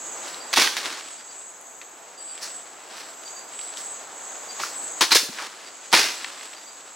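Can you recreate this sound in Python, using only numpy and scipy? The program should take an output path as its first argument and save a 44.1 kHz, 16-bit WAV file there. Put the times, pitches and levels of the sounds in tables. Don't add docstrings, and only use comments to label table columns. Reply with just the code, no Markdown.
import sys
import numpy as np
from scipy import signal
from scipy.fft import rfft, irfft, next_fast_len
from scipy.io import wavfile
from scipy.ndimage import uniform_filter1d

SR = 44100
rng = np.random.default_rng(int(sys.argv[2]) if len(sys.argv) > 2 else 0)


def digitize_waveform(pressure):
    field = np.atleast_2d(pressure).T
    bounded = np.clip(field, -1, 1)
    quanta = np.round(bounded * 32767).astype(np.int16)
    wavfile.write(sys.argv[1], SR, quanta)


N = 306495
TIME = np.arange(N) / SR


def undb(db):
    return 10 ** (np.asarray(db) / 20)


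def unit(x):
    return x / np.sqrt(np.mean(x ** 2))


def decay(t, t60):
    return np.exp(-np.log(1000) * t / t60)


def wander(rate_hz):
    step = int(SR / rate_hz)
    return 1.3 * uniform_filter1d(np.repeat(rng.standard_normal(N // step + 1), step), step)[:N]


def colour(x, spectrum, tilt_db=0):
    size = 2 * next_fast_len(x.shape[-1] // 2 + 1)
    octave = np.log2(np.maximum(np.arange(size // 2 + 1) * SR / size, 1))
    hz, db = np.transpose(spectrum)
    gain = undb(np.interp(octave, np.log2(hz), db) + tilt_db * np.maximum(octave - np.log2(3000), -3))
    cepstrum = irfft(np.log(gain))[:size // 2]
    response = np.exp(rfft(np.r_[cepstrum[0], 2 * cepstrum[1:]], size))
    return unit(irfft(rfft(x, size) * response)[..., :x.shape[-1]])


def resonate(x, hz, q):
    return signal.lfilter(*signal.iirpeak(min(hz, .4 * SR), max(q, 3 * hz / SR), fs=SR), x)


def crackle(count, per_s, spread_db):
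    size = undb(spread_db * np.minimum(rng.exponential(size=count), 4))
    return unit((rng.random(count) < per_s / SR) * size * rng.choice([-1, 1], count))


def stereo(mid, side, side_db):
    side = signal.sosfilt(signal.butter(1, 300, "high", fs=SR, output="sos"), side)
    treble = signal.sosfilt(signal.butter(2, 6000, "high", fs=SR, output="sos"), side)
    return mid + undb(side_db) * (side + 0.8 * treble) * np.array([[1], [-1]])


def noise(count, spectrum, side_db):
    return colour(stereo(*rng.standard_normal((2, count)), side_db), spectrum)


def add(out, start_s, x, pan_db=0):
    i = int(start_s * SR)
    x = x[..., :N - i]
    out[:, i:i + x.shape[-1]] += x * undb(np.array([[pan_db], [-pan_db]]) / 2)


# frequency in Hz, relative level in dB.
HUSH_SPECTRUM = [(25, -67), (60, -25), (150, -16.5), (300, -5), (700, 2), (1400, -2.5), (2800, -11.5),
                 (5500, -16), (9500, -28.5), (11500, -25.5), (16000, -29)]

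def hush():
    return noise(N, HUSH_SPECTRUM, side_db=-8.5) * undb(-41 + 0.54 * wander(8))


# frequency in Hz, relative level in dB.
DRONE_SPECTRUM = [(5400, -34.5), (6150, -12), (6500, -0.5), (6800, 0.5), (7200, -9), (7600, -3),
                  (7950, 0.5), (8400, -36.5)]

def far_insects():
    return noise(N, DRONE_SPECTRUM, side_db=-8.5) * undb(-41.5 + 3.1 * wander(6.2) + wander(50))


PHRASE_STARTS_S = [1.4, 2.85, 4.3, 6.2]
THIN_BANDS_HZ = [12550, 13150]

def thin_insect(phrase_s=0.76, throb_hz=13.3, bend_hz=180):
    out, t = np.zeros((2, N)), TIME[:SR]
    arch = np.sin(np.pi * np.minimum(t / phrase_s, 1))
    throb = undb(-57 + 1.6 * np.sin(2 * np.pi * throb_hz * t))
    lowpass = signal.butter(2, 85, fs=SR, output="sos")
    for start_s in PHRASE_STARTS_S:
        for hz in THIN_BANDS_HZ:
            flutter = unit(signal.sosfilt(lowpass, rng.standard_normal((2, SR))))
            tone = np.sin(2 * np.pi * np.cumsum(hz + bend_hz * arch) / SR)
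            add(out, start_s, arch * throb * flutter * tone)
    return out


# start in seconds, level in dB, number of notes.
PEEP_CALLS = [(.398, -47, 1), (1.178, -47.5, 2), (2.171, -46, 2), (3.252, -42, 2), (4.484, -42, 1),
              (5.655, -43.5, 1), (6.555, -44, 2)]

def peeps(hz=4704, note_s=0.051, spacing_s=.106):
    out, t = np.zeros((2, N)), TIME[:SR // 3]
    note = np.sin(2 * np.pi * hz * t) * np.minimum(t / 0.0065, 1) * np.exp(-(t / note_s) ** 4)
    for start_s, db, notes in PEEP_CALLS:
        for k in range(round(notes)):
            white = rng.standard_normal((2, len(t)))
            smear = unit(resonate(resonate(white, hz, q=41), hz, q=41))
            tail = smear * np.minimum(t / 0.026, 1) * np.exp(-t / 0.064)
            add(out, start_s + k * spacing_s, undb(db) * (1.9 * note + 1.3 * tail))
    return out


# frequency in Hz before tuning, relative level in dB.
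BUZZ_SPECTRUM = [(6600, -48), (7150, -14.5), (7550, -3.5), (7800, 0), (8020, -0.5), (8280, -44),
                 (8700, -49.5)]

def buzz(count, hz):
    band = np.array(BUZZ_SPECTRUM) * [hz / BUZZ_SPECTRUM[3][0], 1]
    return noise(count, band, side_db=-6) * undb(0.83 * wander(90)[:count])


# start in seconds, level in dB, delay of the second swell in seconds.
RASP_CALLS = [(.983, -34, 0.32), (2.172, -31.5, 0.24), (3.511, -31.5, 0.23), (4.711, -33, .22),
              (6.08, -34.5, 0.26)]

def near_insects(chorus_hz=7730, caller_hz=7840, swell_s=0.24):
    out = buzz(N, chorus_hz) * undb(-43.5 + 1.5 * wander(6))
    swell = np.sin(np.pi * np.minimum(TIME[:SR] / swell_s, 1)) ** 0.6
    for start_s, db, delay_s in RASP_CALLS:
        add(out, start_s, undb(db) * swell * buzz(SR, caller_hz))
        add(out, start_s + delay_s, undb(db - 2) * swell * buzz(SR, caller_hz))
    return out


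def trunk_echo(x):
    t = TIME[:SR]
    scatter = np.array([crackle(SR, per_s=2500, spread_db=7.5) for _ in range(2)])
    echo = colour(scatter, [(60, -24), (400, 0.5), (2000, -2), (6000, 2.5), (14000, 2)])
    mid, side = echo * np.minimum(t / 0.0053, 1) * decay(t, t60=0.54)
    response = stereo(mid, side, side_db=-9) / np.sqrt(np.sum(mid ** 2))
    return undb(-9) * signal.fftconvolve(x.mean(axis=0)[None], response, axes=1)[:, :N]


# start in seconds, rustle and scrape levels in dB,
# scrape rise and t60 in seconds.
PLANT_BRUSHES = [(.25, -38.5, -42, 0.034, 0.45), (2.408, -37, -25, 0.025, 0.2), (2.95, -35, -38, 0.026, .3),
                 (3.08, -45.5, -48, .02, .2), (3.6, -47, -41, .02, 0.23), (3.77, -41, -36, .0065, 0.37),
                 (4.605, -36, -30.5, .025, 0.38), (5.16, -41, -21, 0.016, 0.13)]
# frequency in Hz, relative level in dB.
SCRAPE_SPECTRUM = [(500, -27), (1500, -0.5), (3200, -16), (4300, 1.5), (6000, 1.5), (8000, -11),
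                   (10000, -7.5), (12000, -20), (16000, -15)]

def cloth_scrapes():
    out, t = np.zeros((2, N)), TIME[:SR // 2]
    for start_s, _, db, rise_s, t60 in PLANT_BRUSHES:
        pressure = np.minimum(t / rise_s, 1) * decay(np.maximum(t - rise_s, 0), t60)
        mid = crackle(len(t), per_s=5600, spread_db=0)
        side = crackle(len(t), per_s=7700, spread_db=5)
        grains = colour(stereo(mid, side, side_db=-14), SCRAPE_SPECTRUM)
        add(out, start_s, undb(db) * pressure * grains)
    return out


def flurry(peak_s, db, swell_s, t60):
    return undb(db - 60 * np.maximum((peak_s - TIME) / swell_s, (TIME - peak_s) / t60))


# peak time in seconds, level in dB, t60 in seconds.
LEAF_FALLS = [(0.851, -21.5, 1.05), (5.42, -26, 0.89), (6.2, -31, 2.7)]
# time in seconds, level in dB.
LITTER_LEVELS = [(0, -50), (1.4, -44), (1.75, -59), (2.1, -47), (3.4, -47.5), (4.9, -47), (5.8, -40.5),
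                 (6.95, -50)]
# frequency in Hz, relative level in dB.
LEAF_SPECTRUM = [(30, -34), (130, -21.5), (280, -1), (600, -0.5), (1300, 4), (2500, 1), (5000, 0),
                 (7000, -5.5), (9500, -10), (12000, -22), (16000, -23)]

def foliage(lag_s=0.023):
    mid = crackle(N, per_s=5000, spread_db=3)
    side = crackle(N, per_s=5000, spread_db=4.5)
    leaves = colour(stereo(mid, side, side_db=-11.5), LEAF_SPECTRUM)
    clicks = crackle(N, per_s=45, spread_db=2)
    ticks = unit(resonate(resonate(clicks, 2500, q=0.47), 2500, q=0.45))
    falling = sum(flurry(s, db, swell_s=0.74, t60=t60) ** 2 for s, db, t60 in LEAF_FALLS)
    shaken = sum(flurry(s + lag_s, db, swell_s=0.55, t60=0.67) ** 2 for s, db, *_ in PLANT_BRUSHES)
    trodden = undb(np.interp(TIME, *np.transpose(LITTER_LEVELS))) ** 2
    motion = np.sqrt(trodden + falling + shaken)
    return (leaves + undb(-11) * ticks) * motion * undb(1.76 * wander(40))


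def knock(db, hz, t60):
    t = TIME[:SR // 4]
    push = rng.standard_normal(len(t)) * decay(t, t60)
    ring = resonate(resonate(push, hz, q=2.95), hz, q=0.85)
    return undb(db) * ring / abs(ring).max()


# start in seconds, peak in dB, pitch in Hz, t60 in seconds.
THUD_HITS = [(4.635, -13, 1370, 0.027), (5.154, -5, 428, 0.043), (5.229, -25, 259, 0.037),
             (5.289, -25.5, 236, .034), (5.386, -15, 1260, 0.22), (5.427, -21.5, 1060, .1)]

def thuds():
    out = np.zeros((2, N))
    for start_s, db, hz, t60 in THUD_HITS:
        add(out, start_s, knock(db, hz, t60))
    return out


# start in seconds, peak in dB, pitch in Hz, t60 in seconds, pan in dB.
SNAPS_AND_TICK = [(.344, -25, 4000, 0.033, 0), (.571, 0, 3000, .0074, -9), (.643, -8, 4500, .015, -1),
                  (.674, 0, 2000, 0.023, -4), (1.009, -16, 2460, 0.023, -2),
                  (1.413, -30.5, 3000, 0.024, -1), (1.612, -24, 9580, 0.012, 2),
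                  (1.815, -21, 2080, 0.061, 2), (2.378, -22, 3000, .022, -4), (2.981, -27, 2500, 0.039, -2),
                  (3.279, -25, 4000, .02, 0), (3.591, -21.5, 2430, 0.029, 0), (3.613, -24.5, 2980, .02, -5),
                  (3.772, -19, 3560, 0.019, -3), (5.038, -1, 1800, .03, 2), (5.164, 4, 4500, .03, 0),
                  (5.386, -12.5, 2000, .035, -3), (5.939, 8, 1700, .02, 0), (6.245, -6, 2030, 0.019, 3),
                  (6.41, -19.5, 2070, 0.036, -4), (6.536, -20, 2850, .025, -5)]

def snaps_and_tick():
    out, t = np.zeros((2, N)), TIME[:SR // 4]
    for start_s, db, hz, t60, pan_db in SNAPS_AND_TICK:
        burst = crackle(len(t), per_s=8000, spread_db=0) * decay(t, t60)
        burst[0] += 5
        ring = resonate(resonate(burst, hz, q=hz / 2000), hz, q=0.66)
        add(out, start_s, undb(db) * ring / abs(ring).max(), pan_db)
    return out


# start in seconds, level in dB.
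BLADE_GLANCES = [(5.111, -14), (5.134, -27), (5.93, -31)]
# frequency in Hz, relative level in dB, t60 in seconds.
BLADE_MODES = [(4120, 16.5, 0.062), (4190, -3, 0.093), (4670, -10, 0.17), (2360, -8, 0.12)]

def blade_rings():
    out, t = np.zeros((2, N)), TIME[:SR // 3]
    for start_s, db in BLADE_GLANCES:
        ring = sum(undb(mode_db) * np.sin(2 * np.pi * (hz * t + rng.random())) * decay(t, t60)
                   for hz, mode_db, t60 in BLADE_MODES)
        add(out, start_s, undb(db) * ring * np.minimum(t / 0.0059, 1))
    return out


# frequency in Hz, relative level in dB.
FIBRE_SPECTRUM = [(30, -37), (90, -26.5), (170, -16), (300, -3.5), (600, -6), (1000, 0), (2000, 1),
                  (3000, -1.5), (4500, 0.5), (6200, -4), (7500, -11), (10000, -12), (12000, -21),
                  (16000, -21.5)]

def fracture(db, hold_s, t60, tilt_db, rise_s=.001, ring_range_hz=(402, 5030)):
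    t = TIME[:SR // 2]
    force = np.minimum(t / rise_s, 1) * decay(np.maximum(t - rise_s - hold_s, 0), t60)
    bundles = unit(undb(1.3 * wander(450)[:len(t)]))
    mid = crackle(len(t), per_s=9000, spread_db=0.5)
    side = crackle(len(t), per_s=9000, spread_db=1.5)
    fibres = bundles * stereo(mid, side, side_db=-13.5)
    modes_hz = np.exp(rng.uniform(*np.log(ring_range_hz), size=6))
    ring = sum(resonate(fibres, hz, q=55) for hz in modes_hz)
    return undb(db) * force * colour(fibres + 0.71 * ring, FIBRE_SPECTRUM, tilt_db)


# frequency in Hz, relative level in dB, t60 and delay in seconds.
IMPACT_MODES = [(933, 0.5, 0.081, .002), (1440, -5.5, 0.1, 0.00198), (2270, -2, 0.15, .006),
                (636, -11, .07, 0.0036), (358, -9, .055, 0.01105), (225, -19, 0.077, .008),
                (90, -33.5, .08, .006)]
# bite time in seconds, graze and bite levels in dB, bite hold in seconds,
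# knock level in dB, tear delay in seconds, tear level in dB, tear t60 in seconds,
# tear tilt in dB per octave, pan in dB.
MACHETE_STROKES = [(0.529, -52, -13, 0.0011, -35, .0055, -8.5, 0.054, 1, -1.5),
                   (0.5693, -9.5, -7.5, 0.02, -3, 0.025, -8.5, 0.39, 1, -1.7),
                   (0.767, -46, -13.5, .001, -32, 0.0058, -26, 0.12, 0, -1.5),
                   (4.595, -50, -30, .004, -25, 0.011, -38, 0.27, 1.5, -2),
                   (5.008, -47, -3.5, 0.0037, -6, .011, -8.5, 0.13, 2, 2.5),
                   (5.117, -14, -3, 0.007, -12, .031, -3, .17, 3.5, 0),
                   (5.927, -22, -3, 0.0059, -1.5, 0.019, -6, 0.47, .5, -1.1)]

def machete_cuts(graze_lead_s=.01):
    out = np.zeros((2, N))
    for stroke in MACHETE_STROKES:
        bite_s, graze_db, bite_db, hold_s, knock_db, tear_delay_s, tear_db, t60, tilt_db, pan_db = stroke
        graze = fracture(graze_db, hold_s=0.0049, t60=0.085, tilt_db=1.5)
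        bite = fracture(bite_db, hold_s, t60=0.12, tilt_db=1)
        tear = fracture(tear_db, hold_s=0.07 * t60, t60=t60, tilt_db=tilt_db)
        add(out, bite_s - graze_lead_s, graze, pan_db)
        add(out, bite_s, bite, pan_db)
        add(out, bite_s + tear_delay_s, tear, pan_db)
        for hz, mode_db, mode_t60, delay_s in IMPACT_MODES:
            add(out, bite_s + delay_s, knock(knock_db + mode_db, hz, mode_t60))
    return out


def scene():
    direct = machete_cuts() + snaps_and_tick() + thuds() + blade_rings() + cloth_scrapes()
    nearby = direct + trunk_echo(direct) + foliage()
    return nearby + near_insects() + far_insects() + thin_insect() + peeps() + hush()


def gain_control(x, threshold_db=-23, depth_db=9, recover_db_per_s=2, detect_s=0.0073):
    power = uniform_filter1d(np.mean(x ** 2, axis=0), int(detect_s * SR))
    over_db = np.clip(10 * np.log10(np.maximum(power, 1e-12)) - threshold_db, 0, depth_db)
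    recovery_db = recover_db_per_s * TIME
    return x * undb(recovery_db - np.maximum.accumulate(over_db + recovery_db))


def record(dry):
    ceiling, cutoff_hz = .85, 15900
    ducked = gain_control(dry)
    rounded = ducked / (1 + (ducked / ceiling) ** 6) ** (1 / 6)
    return signal.sosfilt(signal.ellip(10, .2, 70, cutoff_hz, fs=SR, output="sos"), rounded)


dry = scene()
out = record(dry)
digitize_waveform(out)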